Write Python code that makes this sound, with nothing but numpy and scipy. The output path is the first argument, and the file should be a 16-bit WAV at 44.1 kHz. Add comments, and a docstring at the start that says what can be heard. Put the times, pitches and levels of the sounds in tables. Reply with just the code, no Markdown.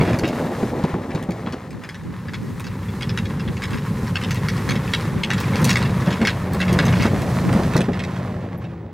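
"""A packed-snow road, where a pickup with a steel snow plough passes twice: first close and leaving, then from afar and past.
Blade, tyres and blown snow are grainy shaped noise; loose plough steel clanks through ringing modes set off by chattering hits.
Lumps of snow thud as short swings with puffs of noise, and the exhaust drones on multiples of the engine cycle.
Slow random curves keep the levels uneven; gusts of low noise buffet the two microphone ports."""
import sys
import numpy as np
from scipy import signal
from scipy.fft import rfft, irfft, next_fast_len
from scipy.io import wavfile
from scipy.ndimage import map_coordinates

SR = 44100
rng = np.random.default_rng(int(sys.argv[2]) if len(sys.argv) > 2 else 0)


def transcribe(u):
    """Save the signal u as a 16-bit wav file named by the first command-line argument.

    u: samples, shape (n,) or (channels, n), limited to [-1, 1]; the rate is SR.
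    q: integer samples, one column per channel.
    """
    v = np.clip(np.atleast_2d(u).T, -1, 1)
    q = np.round(v * 32767).astype(np.int16)
    wavfile.write(sys.argv[1], SR, q)


N = 393813

# How loud the rolling truck is over time.
# Each row: time in seconds, blade rumble in dB, scrape in dB, snow spray in dB.
PASS = [(0.0, -17, -29.5, -44.5), (0.27, -27.5, -36.5, -47.5), (0.68, -26.5, -35.5, -45.5),
        (0.86, -31, -38, -51), (1.44, -31, -43, -56), (1.76, -38, -45.5, -57.5), (2.19, -32.5, -45, -55),
        (2.9, -27.5, -41.5, -51), (3.2, -23, -40, -51), (3.5, -26, -39, -51), (4.1, -25, -37, -47),
        (4.82, -23, -35, -46), (5.27, -26.5, -35.5, -48.5), (5.47, -22.5, -32, -45.5),
        (5.67, -18.5, -30.5, -44), (6.39, -27.5, -36.5, -49.5), (6.59, -25, -33.5, -46.5),
        (6.87, -16, -29.5, -43), (7.21, -24, -34, -43), (7.66, -20, -33.5, -42.5),
        (7.93, -28.5, -38.5, -54.5), (8.28, -30, -40.5, -55), (8.6, -33.5, -45.5, -65),
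        (8.93, -39.5, -52.5, -73)]
# Where the truck is. Each row: time in seconds, bearing (1 left to -1 right, held at those ends),
# farness (0 to 1), how far the truck hides the blade (0 to 1).
PLACE = [(0, -0.065, 0, 0.7), (1.0, 1, 0.62, 0.92), (1.5, 1, 0, 0.45), (2.0, 0.45, 0.85, 0),
         (3.0, .1, .9, 0), (5.6, .03, .75, 0), (6.4, 0, 0, 0), (7.1, -0.31, 0.08, 0.42),
         (7.6, -0.74, 0, 0.51), (8.1, -1.7, 0.05, 0.45), (8.93, -1.5, 0.6, 1)]
# Modes the plough steel rings with. Each row: frequency in Hz, level in dB, time to fall 60 dB in seconds.
STEEL = [(1640, 7, 0.026), (1760, 3, 0.036), (1930, 6, 0.036), (2180, 7, 0.04), (2680, 4, 0.05),
         (3360, 4, 0.043), (3790, 2, 0.04), (4284, 6, 0.011), (4990, 3, 0.024), (6490, -4, 0.016),
         (7070, -17, 0.03), (10090, -23, 0.06)]

SECOND_PASS_S = 1.6  # start of the second pass


def amp(db):
    """Decibels to amplitude."""
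    return 10 ** (np.asarray(db) / 20)


def unit(x):
    """Scale to an rms of 1."""
    return x / np.sqrt(np.mean(x ** 2) + 1e-20)


def along(points, hz):
    """Read (Hz, value) points at any frequency, on a log axis."""
    f, v = np.transpose(points)
    return np.interp(np.log(hz + 1), np.log(f + 1), v)


def curves(rows):
    """One value per sample for each column after the time."""
    s, *columns = np.transpose(rows)
    return [np.interp(np.arange(N) / SR, s, column) for column in columns]


def wobble(rate):
    """A smooth random curve, rate knots a second."""
    knots = rng.standard_normal(int(N * rate / SR) + 4)
    return map_coordinates(knots, [np.arange(N) * rate / SR])


def filtered(x, response):
    """Multiply the spectrum of x by a response of frequency."""
    m = next_fast_len(N + SR // 2)
    return irfft(rfft(x, m) * response(np.fft.rfftfreq(m, 1 / SR)), m)[..., :N]


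def gritty(spectrum, per_second, tail_db, share):
    """Stereo noise of rms 1 mixed with sparse grains; the ports share one part and oppose another."""
    # How alike the two ports hear. Each row: frequency in Hz, left-right likeness (1 is identical).
    alike = [(60, .9995), (200, .998), (350, .975), (600, .98), (2000, .995), (4000, .92), (8000, .8),
             (14000, .55)]
    struck = rng.random((2, N)) < per_second / SR
    grains = struck * rng.standard_normal((2, N)) * amp(tail_db * rng.standard_normal((2, N)))
    share = np.clip(share, 0, 1)
    pair = np.sqrt(1 - share) * rng.standard_normal((2, N)) + np.sqrt(share) * unit(grains)

    def response(hz):
        turn = np.arccos(np.clip(along(alike, hz), -1, 1)) / 2
        return amp(along(spectrum, hz)) * [np.cos(turn), np.sin(turn)]

    mid, side = filtered(pair, response)
    return unit(np.array([mid + side, mid - side]))


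def rolling():
    """Blade and tyres on the crust, snow off the blade; judder shakes the two low layers together."""
    # Blade rumble spectrum. Each row: frequency in Hz, relative level in dB.
    rumble_shape = [(13, -51), (22, -56), (43, -9.5), (119, 4.5), (184, 3), (238, -2.5), (286, -16.5),
                    (420, -13.5), (550, -18.5), (920, -120)]
    # Tyre crunch spectrum. Each row: frequency in Hz, relative level in dB.
    crunch_shape = [(140, -30), (230, 1.5), (393, -4.5), (607, -3), (829, -9), (1040, -21.5), (1300, -25),
                    (1690, -48), (2860, -120)]
    # Blade scrape spectrum. Each row: frequency in Hz, relative level in dB.
    scrape_shape = [(440, -13), (750, -2), (993, 9.5), (1550, 1.5), (1760, 4.5), (2020, 1.5), (2220, -1.5),
                    (3080, -9), (3350, -9), (7000, -25.5), (9100, -46), (15400, -120)]
    # Snow spray spectrum. Each row: frequency in Hz, relative level in dB.
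    spray_shape = [(2350, -13), (4000, 0), (4700, -2), (5850, -3), (12100, -7), (15200, -12), (15800, -16)]
    rumble_db, scrape_db, spray_db = curves(PASS)
    hidden = np.clip(curves(PLACE)[2], 0, 1)
    crunch_db = scrape_db + 2 + 9 * hidden  # the tyres stand out once the truck hides the blade
    judder = wobble(14)
    throb_hz = 10 * (1 + .04 * wobble(2))
    throb_db = 1 * np.cos(2 * np.pi * np.cumsum(throb_hz) / SR)
    rumble_db = rumble_db + 0.25 * judder + throb_db
    rumble = amp(rumble_db) * gritty(rumble_shape, per_second=170, tail_db=3.0, share=0.17)
    crunch_db = crunch_db + 1.3 * judder + 1.2 * wobble(30)
    crunch = amp(crunch_db) * gritty(crunch_shape, per_second=350, tail_db=1.0, share=0.44)
    crackle = wobble(30)  # shared by scrape and spray
    scrape_db = scrape_db + 1.7 * crackle
    scrape = amp(scrape_db) * gritty(scrape_shape, per_second=700, tail_db=3, share=0.4)
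    spray_db = spray_db + .9 * crackle + .9 * wobble(8)
    spray = amp(spray_db) * gritty(spray_shape, per_second=1500, tail_db=3.5, share=0.1)
    return rumble + crunch + scrape + spray


def rings():
    """Each mode of the steel dying away at unit strength, slightly detuned."""
    t = np.arange(SR // 10) / SR
    hz, _, t60 = np.transpose(STEEL)[..., None]
    detuned_hz = hz * (1 + .006 * rng.standard_normal(hz.shape))
    return amp(-60 * t / t60) * np.sin(2 * np.pi * detuned_hz * t)


def clank(ringing, treble_db, length, chatter_db):
    """One blow: a hit, then a chatter of small duller hits that stops short, through the modes at new strengths."""
    # The countless small modes between the clear ones. Each row: frequency in Hz, relative level in dB.
    plate_shape = [(500, -51), (1200, -5), (1500, -14), (1650, 2.5), (2300, 5), (3100, -2), (5000, -3.5),
                   (6500, -8), (7500, -10.5), (16000, -23.5)]
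    t = np.arange(SR // 10) / SR

    def tilt_db(hz):
        return treble_db * np.clip(np.log2(hz / 3000 + 1e-3) / 2.26, 0, 1.3)

    hz, level_db, _ = np.transpose(STEEL)
    muffle_db = .5 * max(treble_db, 0)  # bright blows are packed with snow and ring less
    mode_db = level_db - muffle_db + tilt_db(hz) + 2.6 * rng.standard_normal(hz.shape)
    modes = amp(mode_db) @ ringing
    f = np.fft.rfftfreq(len(t), 1 / SR)
    # each blow lands on another spot, with its own uneven spectrum
    spot_db = np.interp(f, np.linspace(0, SR / 2, num=40), 2.5 * rng.standard_normal(size=40))
    plate_gain = amp(along(plate_shape, f) + tilt_db(f) + spot_db)
    plate = unit(irfft(rfft(rng.standard_normal(len(t))) * plate_gain, len(t)))
    plate *= 1 - np.exp(-t / 0.0003)  # the contact is not instant
    plate *= amp(20 - 60 * t / .011)
    bounce = 1 + 0.5 * np.cos(2 * np.pi * t / rng.uniform(0.0078, 0.014))
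    hits = (rng.random(len(t)) < 6000 / SR) * rng.standard_normal(len(t))
    hits = signal.lfilter(*signal.butter(1, 6840, fs=SR), hits)  # later contacts are duller
    stop = amp(-6 * (t / max(length, .003)) ** 3)
    faint_tail = amp(-8 - 60 * t / .2)
    chatter = amp(chatter_db) * hits * bounce * (stop + faint_tail)
    chatter[0] = 1  # the first hit
    sound = signal.fftconvolve(chatter, modes + plate)[:len(t)]
    return sound / np.std(sound[:SR // 50]) / amp(11)  # 11 dB allows for the crest of the blow


def plough():
    """Loose steel knocks in loud clanks, and a faint random rattle thickens in their wake."""
    # The clear clanks. Each row: start in seconds, level in dB, treble tilt in dB.
    clanks = [(0.0094, -16.5, -22), (0.076, -19.5, -38), (0.051, -26, -17), (0.092, -34, -10),
              (0.131, -20.5, -9), (0.188, -20.5, 10), (0.236, -17, -27), (0.2527, -21.5, -12),
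              (0.278, -23.5, 12), (0.837, -30, 9), (1.1045, -27, -9), (1.1483, -27.5, 7), (1.2257, -30, 14),
              (1.307, -28, 9), (1.4621, -28, -21), (1.524, -28, 11), (1.706, -34, 15), (1.837, -26.5, -2),
              (1.89, -23.5, 4), (1.945, -27, -4), (2.2838, -24.5, -12), (2.3353, -21.5, -8),
              (2.3426, -27, -19), (2.597, -27.5, 18), (2.642, -28, 0), (2.667, -26, -13),
              (2.8852, -30.5, -16), (3.009, -23, -10), (3.0227, -18, -12), (3.093, -21.5, -6),
              (3.175, -14.5, -2.5), (3.255, -25.5, -3), (3.397, -25.5, -17), (3.477, -25, -40),
              (3.5677, -26.5, -5), (3.6204, -19.5, -5), (3.6365, -16.5, 3), (3.707, -27, 6),
              (3.7313, -22.5, -8), (3.774, -27, -8), (4.0716, -29, 3), (4.156, -12, -9), (4.2143, -23, -5),
              (4.2367, -19, -2), (4.308, -17, 10), (4.345, -25, 19), (4.365, -24, -4), (4.4853, -14.5, 2.5),
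              (4.567, -26, 3), (4.6905, -15, 0), (4.707, -15, 1), (4.755, -21, -1), (4.877, -27, -21),
              (4.9357, -8, -8), (5.009, -26.5, 8), (5.2344, -11, -12), (5.3037, -10.5, -4),
              (5.3336, -17, 4), (5.3795, -21.5, -11), (5.402, -23, 28), (5.431, -22.5, -13),
              (5.535, -20, -20), (5.557, -18, -7), (5.617, -27, 26), (5.644, -12, 17), (5.6738, -19, 8),
              (5.693, -10, 3), (5.703, -11, 8), (5.729, -19, 10), (5.7571, -7.5, -4), (5.772, -20, 12),
              (5.809, -24, -11), (5.826, -20.5, -5), (5.8498, -20.5, -9), (6.061, -24, -1),
              (6.1063, -19.5, -6), (6.128, -19.5, -4), (6.215, -17, -6), (6.2508, -10, -16),
              (6.272, -6.5, -8.5), (6.2939, -17, -7), (6.534, -25, 30), (6.6022, -12.5, -7),
              (6.6173, -14.5, -23), (6.681, -17.5, -13), (6.7278, -21.5, 17), (6.789, -7, -17),
              (6.8536, -19.5, 15), (6.8815, -21, -8), (6.927, -17, -17), (6.9584, -23, -14),
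              (6.997, -17, -7), (7.009, -21, -4), (7.022, -15.5, 0), (7.037, -17.5, -6), (7.056, -19, -5),
              (7.218, -26, 16), (7.528, -22.5, 11), (7.633, -26, 2), (7.735, -20, 0), (7.7654, -15, 19),
              (7.806, -18, 12), (7.9326, -24, -16), (7.9929, -20.5, -3), (8.037, -22, 3), (8.1613, -33, -2),
              (8.641, -34, -10)]
    rattles, mean_lag_s = 330, .06
    out = np.zeros(N + SR)
    for s, db, treble_db in clanks:
        length = 0.016 * amp(rng.normal(0, 1))
        chatter_db = -13.5 - 1.5 * max(db + 9.5, 0)  # the hardest blows chatter less
        out[round(s * SR):][:SR // 10] += amp(db) * clank(rings(), treble_db, length, chatter_db)
    scrape_db = curves(PASS)[1]
    for which, wait, size, treble in rng.random(size=(rattles, 4)):
        after_s = clanks[int(which * len(clanks))][0]
        at = min(int((after_s - mean_lag_s * np.log(1 - wait)) * SR), N - 1)
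        gain = amp(scrape_db[at] + 0.5 - 2.5 * size)
        out[at:at + SR // 10] += gain * clank(rings(), -14 + 18 * treble, length=0.013, chatter_db=-18.5)
    return out[:N]


def exhaust():
    """Uneven firing sounds multiples of the engine cycle that swell with the rumble; a faint hum comes late."""
    # Exhaust tones. Each row: multiple of the engine cycle, level in dB over the rumble, gain from afar.
    drone = [(6, -12, 0), (7, -11, 0), (8, -8, 1.3), (10, -4, .35), (14, -3, .45)]
    # Engine speed. Each row: time in seconds, engine cycles a second.
    speed = [(1.7, 12.2), (2.6, 12.8), (3.05, 12.3), (4.3, 12.3), (4.7, 13.3), (5.4, 13.05), (8.3, 13.0),
             (8.93, 11.5)]
    t = np.arange(N) / SR
    near = np.clip((t - 5.5) / 0.97, 0, 1)  # the tailpipe comes near
    turns = np.cumsum(curves(speed)[0] * (1 + .004 * wobble(5))) / SR

    def tone(phase):
        return amp(2.5 * wobble(6)) * np.sin(2 * np.pi * (phase + .07 * wobble(10)))

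    hum_hz, hum_db, hum_at_s, hum_spread_s = 332, -43, 8.72, 0.27  # as the truck recedes
    hum_swell = amp(hum_db) * np.exp(-((t - hum_at_s) / hum_spread_s) ** 2)
    hum = hum_swell * tone(hum_hz * t + 0.35 * wobble(9))
    tones = 0
    for multiple, db, afar in drone:
        tones = tones + amp(db) * (afar + (1 - afar) * near) * tone(multiple * turns)
    facing_db = 3 * (t > 7.9)  # the tailpipe faces the microphone
    return amp(curves(PASS)[0] + facing_db) * (t > SECOND_PASS_S) * tones + hum


def thuds():
    """Each lump gives a low swing that builds, then dies, a dull puff of noise and a short crack as it breaks."""
    # Lumps of snow hitting the truck. Each row: start in seconds, level in dB, pitch in Hz, crack in dB.
    lumps = [(0.009, -11, 141, -19), (0.232, -9.5, 132, -17), (0.244, -12, 301, -29),
             (0.327, -24, 308, -1.5), (0.628, -8.5, 196, -29), (0.839, -6, 166, -25),
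             (0.938, -8.5, 155, -35), (1.092, -17.5, 268, -33), (1.149, -12, 158, -33),
             (1.288, -11.5, 190, -34), (1.469, -17.5, 221, -11), (1.53, -19, 264, -10),
             (5.603, -12.5, 155, -14.5), (6.065, -10.5, 182, -17.5), (6.207, -7.5, 223, -20),
             (6.541, -14.5, 195, -18), (6.712, -14, 174, -31), (6.885, -21, 176, -50),
             (7.049, -9, 216, -13), (7.489, -18.5, 320, -0.5), (7.528, -21, 302, -1.5),
             (7.548, -10.5, 198, -20), (7.562, -8, 206, -20), (7.591, -9, 174, -19), (7.753, -7, 136, -17),
             (7.787, -7.5, 162, -25), (7.884, -8, 248, -22)]
    out, t = np.zeros(N + SR), np.arange(SR // 8) / SR
    dull = signal.butter(2, [120, 500], "band", fs=SR)
    bright = signal.butter(2, [450, 1500], "band", fs=SR)
    soft_s, sharp_s = .011, .0012  # attack in the pile before the blade, and under the truck
    attack_s = np.interp(curves(PLACE)[2], [0, .5], [soft_s, sharp_s])
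    for s, db, hz, crack_db in lumps:
        rise = attack_s[round(s * SR)]
        after = np.clip(t - 2 * rise, 0, None)
        swing = np.sin(2 * np.pi * hz * t) * amp(-60 * after / 0.055)
        puff = unit(signal.lfilter(*dull, rng.standard_normal(len(t))))
        puff *= amp(-8.0 - 60 * after / 0.12)
        crack = unit(signal.lfilter(*bright, rng.standard_normal(len(t))))
        crack *= amp(crack_db - 60 * after / 0.053)
        out[round(s * SR):][:len(t)] += amp(db) * (swing + puff + crack) * (1 - np.exp(-t / rise))
    return out[:N]


def powder():
    """An airy swell of fine hiss, perhaps blown snow, different at each port."""
    middle_s, spread_s, level_db, above_hz = 2.7, 0.32, -57, 9000
    t = np.arange(N) / SR
    noise = rng.standard_normal((2, N))
    hiss = unit(filtered(noise, lambda hz: 1 / (1 + (above_hz / (hz + 1)) ** 4)))
    return hiss * amp(level_db + 1.5 * wobble(20)) * np.exp(-((t - middle_s) / spread_s) ** 2)


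def tick():
    """One thin high tick close by: a burst of narrow noise that starts at once and dies away."""
    start_s, level_db, centre_hz, width_hz, t60_s = 8.578, -43, 12600, 830, 0.073
    t = np.arange(N) / SR - start_s
    noise = rng.standard_normal(N)
    hiss = unit(filtered(noise, lambda hz: np.exp(-((hz - centre_hz) / width_hz) ** 2)))
    return hiss * (t > 0) * amp(level_db - 60 * np.abs(t) / t60_s)


def placed(x):
    """From afar the echo off the snow cancels a band; from the side one port hears first."""
    # Port timing with the truck fully left. Each row: frequency in Hz, radians the left port leads.
    lead = [(250, 0), (700, .52), (2200, .3), (4000, .4), (6500, .95), (10000, 2.1), (14000, 2.2)]
    # Port balance with the truck fully left. Each row: frequency in Hz, dB the left port is louder.
    louder = [(200, -0.2), (450, -1.2), (800, 0.5), (1300, 3.5), (2300, 2), (5000, 0.75), (12000, .2)]
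    bearing, far, _ = np.clip(curves(PLACE), -1, 1)
    x = x - 0.84 * far * filtered(x, lambda hz: np.exp(-((hz - 660) / 110) ** 2))

    def sides(hz):
        half = amp(along(louder, hz) / 2) * np.exp(.5j * along(lead, hz))  # half the difference per port
        return np.array([[half, 1 / half], [1 / half, half]])

    left, right = filtered(x, sides)
    return (1 - abs(bearing)) * x + np.clip(bearing, 0, 1) * left + np.clip(-bearing, 0, 1) * right


def wind():
    """A breeze and short gusts buffet each microphone port on its own, as lumpy low noise."""
    # Gusts on the ports. Each row: middle in seconds, level in dB, length in seconds.
    gust_rows = [(1.75, -31, 0.17), (2.097, -29.5, 0.22), (2.403, -37.5, 0.35), (2.677, -33, 0.11),
                 (3.496, -25, 0.084), (3.744, -23, 0.11), (4.708, -25, 0.13), (5.165, -29.5, 0.19),
                 (7.012, -24, 0.11), (7.19, -32, 0.24), (7.467, -20.5, 0.11)]
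    # Spectrum of the buffeting. Each row: frequency in Hz, relative level in dB.
    buffet_shape = [(25, -34), (60, -5), (120, 5.5), (230, 5), (330, -1), (500, -12), (900, -30),
                    (2000, -120)]
    t = np.arange(N) / SR
    gusts = sum(amp(db) * np.exp(-(3.84 * (t - s) / length) ** 2) for s, db, length in gust_rows)
    lumps = amp(2.5 * np.array([wobble(24), wobble(24)]))
    buffet = filtered(rng.standard_normal((2, N)), lambda hz: amp(along(buffet_shape, hz)))
    # the breeze is up early in the second pass, then weaker
    fade = np.interp(t, [SECOND_PASS_S, SECOND_PASS_S + .2, 3.66, 3.66 + .3], [0, 1, 1, .3])
    breeze = amp(-46.5 + 4 * wobble(4)) * fade
    return (gusts + breeze) * unit(lumps * buffet)


def scene():
    """Truck, plough and snow placed on the road, with the wind straight on the ports."""
    return placed(rolling() + exhaust() + plough() + powder() + thuds() + tick()) + wind()


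def record(dry):
    """The recorder adds a faint thin whistle, favours the left port in places and cuts off the top."""
    # Left port over right in the low middle. Each row: frequency in Hz, difference in dB.
    left_over_right = [(200, 0), (400, 0.7), (700, 0.8), (1100, 0)]
    whistle_hz, top_hz = 15734, 15920
    whistle = amp(-81) * np.sin(2 * np.pi * whistle_hz * np.arange(N) / SR)

    def ports(hz):
        half_db = along(left_over_right, hz) / 2
        return amp([half_db, -half_db]) * (hz < top_hz)

    return filtered(dry + whistle, ports)


dry = scene()
out = record(dry)
transcribe(out)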